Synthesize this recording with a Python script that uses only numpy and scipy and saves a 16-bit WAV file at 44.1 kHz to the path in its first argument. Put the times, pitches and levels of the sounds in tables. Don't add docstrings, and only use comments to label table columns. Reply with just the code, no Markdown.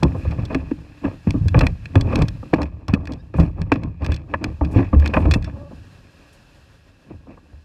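import sys
import numpy as np
from scipy import signal
from scipy.fft import rfft, irfft
from scipy.io import wavfile
from scipy.ndimage import uniform_filter1d

SR = 44100
rng = np.random.default_rng(int(sys.argv[2]) if len(sys.argv) > 2 else 0)


def to_wav(s):
    ch = np.atleast_2d(s).T
    pcm = np.round(np.clip(ch, -1, 1) * 32767)
    wavfile.write(sys.argv[1], SR, pcm.astype(np.int16))


N = 336924
T = np.arange(N) / SR

# [t/s, knock level/dB, boom level/dB, slap level over knock/dB,
# favoured boom f/Hz, contact decay time/ms]
BLOWS = [(0.026, -8.5, 0, -13.5, 160, 9.2), (0.047, -12, -7.5, -32, 165, 7.1),
         (0.149, -23, -42, -13, 70.0, 11), (0.25, -26.5, -34, -8, 67.3, 7.2), (0.318, -42, -24, 8, 105, 12),
         (0.383, -25.5, -7.5, -12, 112, 17), (0.502, -32, -43, -0.5, 135, 17),
         (0.549, -14, -7, -16, 150, 5.9), (0.712, -14, -37, -29, 88, 4.4), (1.042, -24, -16, -6.5, 127, 13),
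         (1.272, -16, -6, -19, 109, 2.7), (1.34, -13.5, -41, -22.5, 85, 18),
         (1.455, -23, -3.5, -29, 94.2, 9.8), (1.545, -17.5, -27, -3, 118, 12),
         (1.577, -9, -10, -14.5, 86.1, 5), (1.608, -21.5, -1.5, 0.5, 85.5, 13),
         (1.955, -8, 5, -12.5, 99, 1.5), (2.124, -15.5, -12, -9, 96.9, 13), (2.182, -29, 3, -15, 149, 17),
         (2.213, -17, -12, -7, 139, 8.9), (2.429, -30.5, -59, -9.5, 96, 4),
         (2.532, -4.5, -10, -14.5, 169, 6), (2.583, -15.5, -21, -11, 88.7, 17),
         (2.611, -27, -32, -3, 91.5, 7.3), (2.882, -29, -10.5, -2.5, 83, 14),
         (2.933, -12, -36, -17, 170, 1.8), (3.091, -33.5, -21, -7.5, 80.7, 6.4),
         (3.34, -17, -27, -17, 113, 3.9), (3.384, -22.5, 0, -1, 164, 9.6),
         (3.395, -12, -2.5, -18.5, 91.5, 6), (3.431, -19, -8, -20, 93.5, 6.8),
         (3.582, -30.5, -38, -11.5, 99.6, 9.2), (3.718, -5.5, -15, -6.5, 105, 2.2),
         (3.755, -23.5, -35, -12, 162, 6.2), (4.018, -26, -10.5, -8.5, 82.5, 35),
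         (4.085, -19.5, -4, -17, 79, 16), (4.12, -25, -11, -37, 76, 7.3), (4.338, -25, -28, 2, 93.5, 5.3),
         (4.442, -21.5, -24, -27, 70, 8.3), (4.611, -17, -4.5, -8, 73, 3.7),
         (4.744, -24, -35.5, -14, 109, 18), (4.758, -3.5, -1.5, -30.5, 104, 6.5),
         (4.789, -21.5, -27, -32, 104, 7), (4.93, -9, 1.5, -13.5, 80.7, 6.4),
         (4.959, -14.5, 1, -36, 73, 7.2), (5.136, -32, -19, 12, 70.0, 17),
         (5.168, -20.5, -21, 6, 56.5, 8.1), (5.195, -27, -5, -11, 67.3, 11),
         (5.256, -22.5, 3.5, -5, 67.3, 5), (5.358, -16, -31, -18.5, 113, 1.8),
         (5.471, -35, -21, -5.5, 56.5, 15), (5.709, -31, -59.5, -12.5, 107, 18),
         (7.106, -32, -48.5, -15.5, 94, 6.3), (7.269, -46, -42.5, -5, 129, 5.4),
         (7.373, -47, -59.5, 0, 72.7, 9.3), (7.529, -54, -30, -6, 76, 9)]
# [t/s, level/dB]
THUMPS = [(1.272, -1.5), (2.936, 3), (5.36, -1.5)]
# [t/s, level/dB, treble level/dB, contact decay time/ms]
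TICKS = [(0.032, -16.5, 7.5, 2.4), (0.1192, -38, -17, 3.5), (0.3097, -31, 1, 11), (0.453, -40.5, 17.5, 3.5),
         (0.506, -33, -14, 8.4), (0.5469, -15, -4, 2.6), (0.7123, -30.5, -11, 4.8), (1.046, -22.5, -21, 16),
         (1.272, -28.5, -13, 4.5), (1.3069, -23.5, 8.5, 1.2), (1.4835, -24, 8.5, 2.2),
         (1.545, -11, -27, 2.6), (1.5917, -18, 10, 2.3), (1.6096, -9, -5.5, 4.2), (1.633, -22, -12, 6.9),
         (1.668, -12, 1, 1.5), (1.8564, -29, 1.5, 2.6), (1.9554, -14.5, -3, 2), (2.0109, -23.5, 9.5, 2),
         (2.157, -21.5, 11.5, 1.7), (2.189, -28, 1, 5.4), (2.22, -21.5, 7.5, 4.4), (2.2837, -25.5, 10, 2.4),
         (2.537, -11, -6, 2.2), (2.544, -27, 4, 2), (2.6182, -25, 5, 1.9), (2.6303, -26.5, 4.5, 2.5),
         (2.8825, -26.5, 8.5, 2), (2.938, -17, 1.5, 1.7), (2.9442, -18, -6, 3.3), (3.055, -37, 7, 2.3),
         (3.0729, -28.5, 2, 1.9), (3.121, -38, 12.5, 3.1), (3.135, -43, 14.5, 3), (3.3408, -32.5, -9, 2.5),
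         (3.4, -21, 0, 7.3), (3.6169, -29, 7.5, 1.1), (3.698, -36, -27, 3.3), (3.7192, -7.5, -8.5, 4.2),
         (3.739, -32, 3, 2.1), (3.7584, -26.5, -7, 1.1), (3.8347, -32, 2.5, 2), (4.021, -33, -6, 4.2),
         (4.046, -26.5, 4.5, 4.8), (4.0634, -18.5, 1, 1.5), (4.12, -19.5, 0.5, 2.5),
         (4.143, -34.5, 13.5, 3.5), (4.1634, -35.5, 10, 1.9), (4.3387, -9, -22, 4.8), (4.4419, -14, 2, 1.9),
         (4.6482, -29, -1, 6), (4.745, -33, -11, 5), (4.76, -35, -18, 7), (4.788, -21.5, -21, 9.2),
         (4.829, -27, -21, 5), (4.946, -26, -16, 2.8), (4.999, -33, 7.5, 2.2), (5.0235, -26.5, -14, 2.7),
         (5.06, -12.5, -1, 2.4), (5.0762, -26.5, 11, 2.1), (5.1382, -11, -11.5, 7.2), (5.167, -8.5, -31, 5),
         (5.255, -26, -9, 3.4), (5.312, -9.5, 1, 5.7), (5.3384, -9.5, 2, 4.5), (5.425, -38.5, 8.5, 1.9),
         (5.4443, -33.5, 10.5, 3.2), (5.497, -36.5, -12, 3)]
BOOM_MODES = [(42, -3.5, 0.31), (73, 0, 0.35), (91.3, -1.5, 0.27), (108.5, -0.5, 0.21), (133.6, -3, 0.17),
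              (163.8, -1.5, 0.16)]
KNOCK_MODES = [(217.4, 3.5, 0.05), (240, -3.5, 0.027), (265.3, -1, 0.12), (291.4, -3, 0.14),
               (311, 3, 0.059), (403, -3, 0.028)]
SHELL_MODES = [(520, -0.5, 0.041), (635, -2, 0.034), (777, -4, 0.021), (902, -2.5, 0.021),
               (1071, -6, 0.031), (1168, -4, 0.023), (1620, -10, 0.0075)]
DENT_MODES = [(199, 0, 0.029)]
MOUNT_MODES = [(1110, 3, .009), (1400, -4.5, 0.0027), (1695, 2, 0.023), (1895, -2, 0.018),
               (2380, 3.5, 0.013), (2508, 6.5, 0.021), (2637, -7, 0.052)]
HOOP_MODES = [(3430, -5, 0.018), (4136, -4, 0.0093), (4400, -9.5, 0.005), (4680, 0, 0.0038),
              (5380, -6.5, 0.0091), (6270, -13, 0.0079), (7540, -8, 0.0025), (9600, -32, 0.0018),
              (12700, -18.5, 0.0028), (14000, -28, .01)]
METAL_MODES = [(2700, -5, 0.13), (3480, -2, .13), (5450, 1, 0.074)]
# [peak t/s, rise time/s, rumble level/dB, scrape level/dB, rustle level/dB]
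HEAVES = [(.05, 0.026, -14.5, -17.5, -45), (.16, 0.11, -42, -32.5, -49), (0.279, 0.11, -21, -38.5, -43),
          (.4, 0.064, -22.5, -32, -43), (0.519, 0.039, -25.5, -25, -37), (0.598, 0.082, -30, -34, -46),
          (.72, 0.045, -28.5, -42, -62), (1.053, 0.024, -29, -18, -37.5), (1.277, 0.018, -11.5, -28, -39.5),
          (1.42, 0.14, -17, -42, -63), (1.56, 0.017, -5.5, -21.5, -30.5), (1.636, 0.13, -21, -21, -38),
          (1.966, 0.019, -12, -13, -32), (2.198, 0.19, -14.5, -16, -31.5), (2.544, 0.015, -28, -22, -33),
          (2.627, 0.075, -21.5, -23.5, -42), (2.895, 0.014, -20, -30, -38.5),
          (2.952, 0.028, -23, -25, -46.5), (3.119, 0.15, -28, -30, -48.5), (3.35, 0.016, -22.5, -28, -41.5),
          (3.406, 0.052, -13, -17.5, -34), (3.617, 0.095, -21.5, -32, -49),
          (3.741, 0.05, -21, -28.5, -40.5), (3.852, 0.17, -24, -30, -50), (4.029, .03, -21, -25, -41),
          (4.126, 0.17, -26, -32.5, -39), (4.35, 0.16, -32, -31, -48.5), (4.47, 0.16, -27, -27, -41),
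          (4.626, 0.0089, -19.5, -21.5, -45), (4.769, 0.057, -17, -14, -31), (4.85, 0.095, -28, -40, -43.5),
          (4.939, 0.019, -17, -23.5, -44), (5.06, 0.11, -37, -22.5, -34.5), (5.171, 0.028, -10.5, -18, -32),
          (5.282, 0.25, -16.5, -21.5, -41), (5.379, 0.42, -18.5, -29.5, -49), (5.45, 0.045, -39, -53, -40),
          (5.6, 0.41, -39, -36, -62), (5.8, 0.12, -42, -60, -74), (7.118, 0.073, -37.5, -39.5, -55),
          (7.31, 0.085, -45.5, -38.5, -53), (7.56, 0.093, -46.5, -54, -60)]
# [t/s, rumble level/dB, scrape level/dB, rustle level/dB]
STIRRING = [(0, -25, -44, -53), (.6, -33.5, -39.5, -52), (1.1, -51, -58, -58.5), (2.0, -34, -55, -54),
            (2.6, -37.5, -47, -59), (4.0, -49.5, -55.5, -79.5), (5.3, -37, -44.5, -66.5),
            (6.3, -53, -59.5, -60), (7.64, -56.5, -58.5, -73)]
# [start t/s, level/dB, time to the peak/ms]
SPRAY = [(.16, -63.5, 22), (1.62, -61, 19), (3.36, -60.5, 30), (4.711, -56, 11), (5.145, -59.5, 30),
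         (5.342, -52, 7.2), (6.325, -60.5, 9.5)]
SQUEAK = [(3.17, 378, -72), (3.19, 398, -59), (3.21, 420, -54), (3.222, 436, -70)]
HUM = [(5.52, 288, -58), (5.56, 287, -43), (5.68, 284, -43), (5.7, 283, -60)]
# [f/Hz, level per Hz/dB]
LAKE_SPECTRUM = [(18, -21), (30, 4.5), (165, -12.5), (1240, -21.5), (1650, -18.5), (2040, -29), (2650, -22),
                 (2940, -24), (10300, -39.5), (14500, -46.5), (15700, -89.5)]
# [f/Hz, width/Hz, boost/dB]
HOUSING = [(555, 48, 7.5), (1660, 80, 7), (1880, 46, 9.5), (2665, 55, 10.5), (4130, 190, 5),
           (5040, 890, 4.5), (7050, 560, 2.5)]
# [t/s, level/dB]
LAKE_LEVEL = [(0, -49.5), (.85, -54), (1.15, -50.5), (1.9, -53), (2.5, -50.5), (2.7, -65), (3.3, -61.5),
              (4.0, -70), (4.55, -55.5), (5.4, -58), (5.8, -52), (6.5, -51.5), (7.2, -59), (7.64, -58.5)]

BASS_LATE_MS = 2.936
TICK_HZ, TICK_DB_PER_OCTAVE = 2400, 29.5
HOOP_DB = -8.5
CLINK_S, CLINK_DB = 5.446, -42
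RISE_DB = 21.5
RUMBLE_FALL_DB_S, SCRAPE_FALL_DB_S, RUSTLE_FALL_DB_S = 105.5, 272.5, 232.5
TOP_HZ = 15800


def blows():
    s, knock_db, boom_db, bright_db, boom_hz, ms = np.transpose(BLOWS)
    late = s + BASS_LATE_MS / 1000
    boom_force = strikes(late, boom_db, ms, 1.0, boom_hz)
    knock_force = strikes(late, knock_db, ms, 2.28, edge=0.56, rise=0.2)
    slap_force = strikes(s, knock_db + bright_db, ms, 7.3, scatter_db=1.5)
    boom = ring(BOOM_MODES, boom_force, 410)
    knock = ring(KNOCK_MODES, knock_force, 730)
    slap = ring(SHELL_MODES, slap_force, 2200)
    return boom + knock + slap


def thumps():
    s, db = np.transpose(THUMPS)
    push = np.zeros(N)
    push[(s * SR).astype(int)] = -undb(db)
    return ring(DENT_MODES, lambda hz: push, 700)


def ticks():
    s, db, treble_db, ms = np.transpose(TICKS)
    octaves_down = np.minimum(treble_db, 0) / TICK_DB_PER_OCTAVE
    favour_hz = TICK_HZ * 2 ** octaves_down
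    mount_force = strikes(s, db, ms, 3.1, favour_hz, octaves=0.74, scatter_db=2.5)
    hoop_force = strikes(s, db + treble_db + HOOP_DB, ms, 2.51, rise=0.2, edge=0.91)
    return ring(MOUNT_MODES, mount_force, 2040) + ring(HOOP_MODES, hoop_force, 12000)


def clink():
    tap = undb(CLINK_DB) * (np.arange(N) == int(CLINK_S * SR))
    return ring(METAL_MODES, lambda hz: tap, 9000)


def drag():
    rumble_db, scrape_db, rustle_db = np.transpose(HEAVES)[2:]
    rumble_rest, scrape_rest, rustle_rest = curves(STIRRING)
    rumble_gain = heave(rumble_db, rumble_rest, RUMBLE_FALL_DB_S)
    scrape_gain = heave(scrape_db, scrape_rest, SCRAPE_FALL_DB_S)
    rustle_gain = heave(rustle_db, rustle_rest, RUSTLE_FALL_DB_S)

    rumble = unit(ring(BOOM_MODES, grit(200, 1.4), 300))
    rub = grit(450, 3.28)
    floor = unit(ring(KNOCK_MODES, rub, 860))
    shell = unit(ring(SHELL_MODES, rub, 1300))
    scrape = unit(floor + undb(-8.5) * shell)
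    mesh = grit(900, 2.9)
    mount = unit(ring(MOUNT_MODES, mesh, 4000))
    hoop = unit(ring(HOOP_MODES, mesh, 15000))
    rustle = undb(-4) * mount + undb(-20) * hoop
    snag = undb(2.2 * walk(35))
    return rumble_gain * rumble + snag * (scrape_gain * scrape + rustle_gain * rustle)


def heave(peak_db, rest_db, fall_db_s):
    s, rise = np.transpose(HEAVES)[:2, :, None]
    t = T[::32]
    climb_db = RISE_DB * (t - s) / np.maximum(rise, .005)
    fall_db = -fall_db_s * (t - s)
    shape_db = np.where(t < s, climb_db, fall_db)
    power = undb(2 * (peak_db[:, None] + shape_db)).sum(axis=0)
    return np.sqrt(np.interp(T, t, power) + undb(2 * rest_db))


def spray():
    swell = 0
    for s, db, ms in SPRAY:
        age = np.maximum(T - s, 0) * 1000 / ms
        swell = swell + undb(db) * np.e * age * np.exp(-age)
    bright = signal.butter(2, [3800, 10500], "band", fs=SR, output="sos")
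    drops = grit(4000, 2.5)(0)
    return swell * unit(signal.sosfilt(bright, drops))


def squeak():
    return tone(SQUEAK, [(4, 0), (9, -8), (11, -18), (12, -12), (13, -18)], .007)


def hum():
    return tone(HUM, [(2, 0), (3, -12), (4, -14)], .02)


def lake():
    hz = np.fft.rfftfreq(N, 1 / SR) + 1
    table_hz, table_db = np.transpose(LAKE_SPECTRUM)
    db = np.interp(np.log(hz), np.log(table_hz), table_db)
    for f, width, boost_db in HOUSING:
        db = db + boost_db / (1 + (2 * (hz - f) / width) ** 2)
    wash = unit(irfft(rfft(rng.standard_normal(N)) * undb(db), N))
    level_db, = curves(LAKE_LEVEL)
    return wash * undb(level_db + walk(30))


def ring(modes, push, soft_hz):
    out = 0
    for hz, db, t60 in modes:
        pole = np.exp((2j * np.pi * hz - np.log(1000) / t60) / SR)
        out = out + undb(db) * signal.lfilter([1], [1, -pole], push(hz)).imag
    soft = signal.butter(2, min(soft_hz, .45 * SR), fs=SR, output="sos")
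    mode_power = np.sum(undb([2 * m[1] for m in modes]))
    return signal.sosfilt(soft, out) / np.sqrt(mode_power)


def strikes(s, db, ms, rough, favour_hz=None, octaves=0.14, rise=0.14, edge=1., scatter_db=1.0):
    k = np.arange(3072)

    def push(hz):
        out = np.zeros(N + len(k))
        chance = rng.standard_normal((len(s), len(k) + 1))
        size = undb(db + scatter_db * chance[:, 0])
        if favour_hz is not None:
            size = size / (1 + (np.log2(hz / favour_hz) / octaves) ** 2)
        span = np.clip(ms, .3, 40)[:, None] * SR / 1000
        grip = 1 - np.exp(-k / (rise * span))
        force = rough * chance[:, 1:] * grip * np.exp(-k / span) / np.sqrt(span)
        force[:, 0] = edge
        for at, f in zip((s * SR).astype(int), size[:, None] * force):
            out[at:at + len(k)] += f
        return out[:N]
    return push


def grit(rate, spread_db):
    hit = rng.random(N) < rate / SR
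    size = hit * undb(spread_db * np.minimum(rng.exponential(size=N), 3))
    return lambda hz: size * rng.standard_normal(N)


def tone(table, partials, waver):
    hz, db = curves(table)
    phase = 2 * np.pi * np.cumsum(hz * (1 + waver * walk(80))) / SR
    on = (T > table[0][0]) & (T < table[-1][0])
    wave = 0
    for multiple, partial_db in partials:
        wave = wave + undb(partial_db + 2 * walk(42)) * np.sin(multiple * phase)
    return on * undb(db) * wave


def walk(rate):
    k = int(SR / rate)
    steps = np.repeat(rng.standard_normal(N // k + 1), k)
    return unit(uniform_filter1d(uniform_filter1d(steps, k), k)[:N])


def curves(table):
    s, *columns = np.transpose(table)
    return [np.interp(T, s, c) for c in columns]


def undb(db):
    return 10 ** (np.asarray(db) / 20)


def unit(x):
    return x / np.sqrt(np.mean(x ** 2))


def scene():
    impacts = blows() + thumps() + ticks() + clink()
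    return (impacts + drag() + spray() + squeak() + hum() + lake())[None]


def record(dry):
    high_pass = signal.butter(3, 37, "high", fs=SR, output="sos")
    low_pass = signal.ellip(8, .2, 70, TOP_HZ, fs=SR, output="sos")
    rounded = 1.3 * np.tanh(signal.sosfilt(high_pass, dry) / 1.3)
    return signal.sosfilt(low_pass, rounded)


dry = scene()
out = record(dry)
to_wav(out)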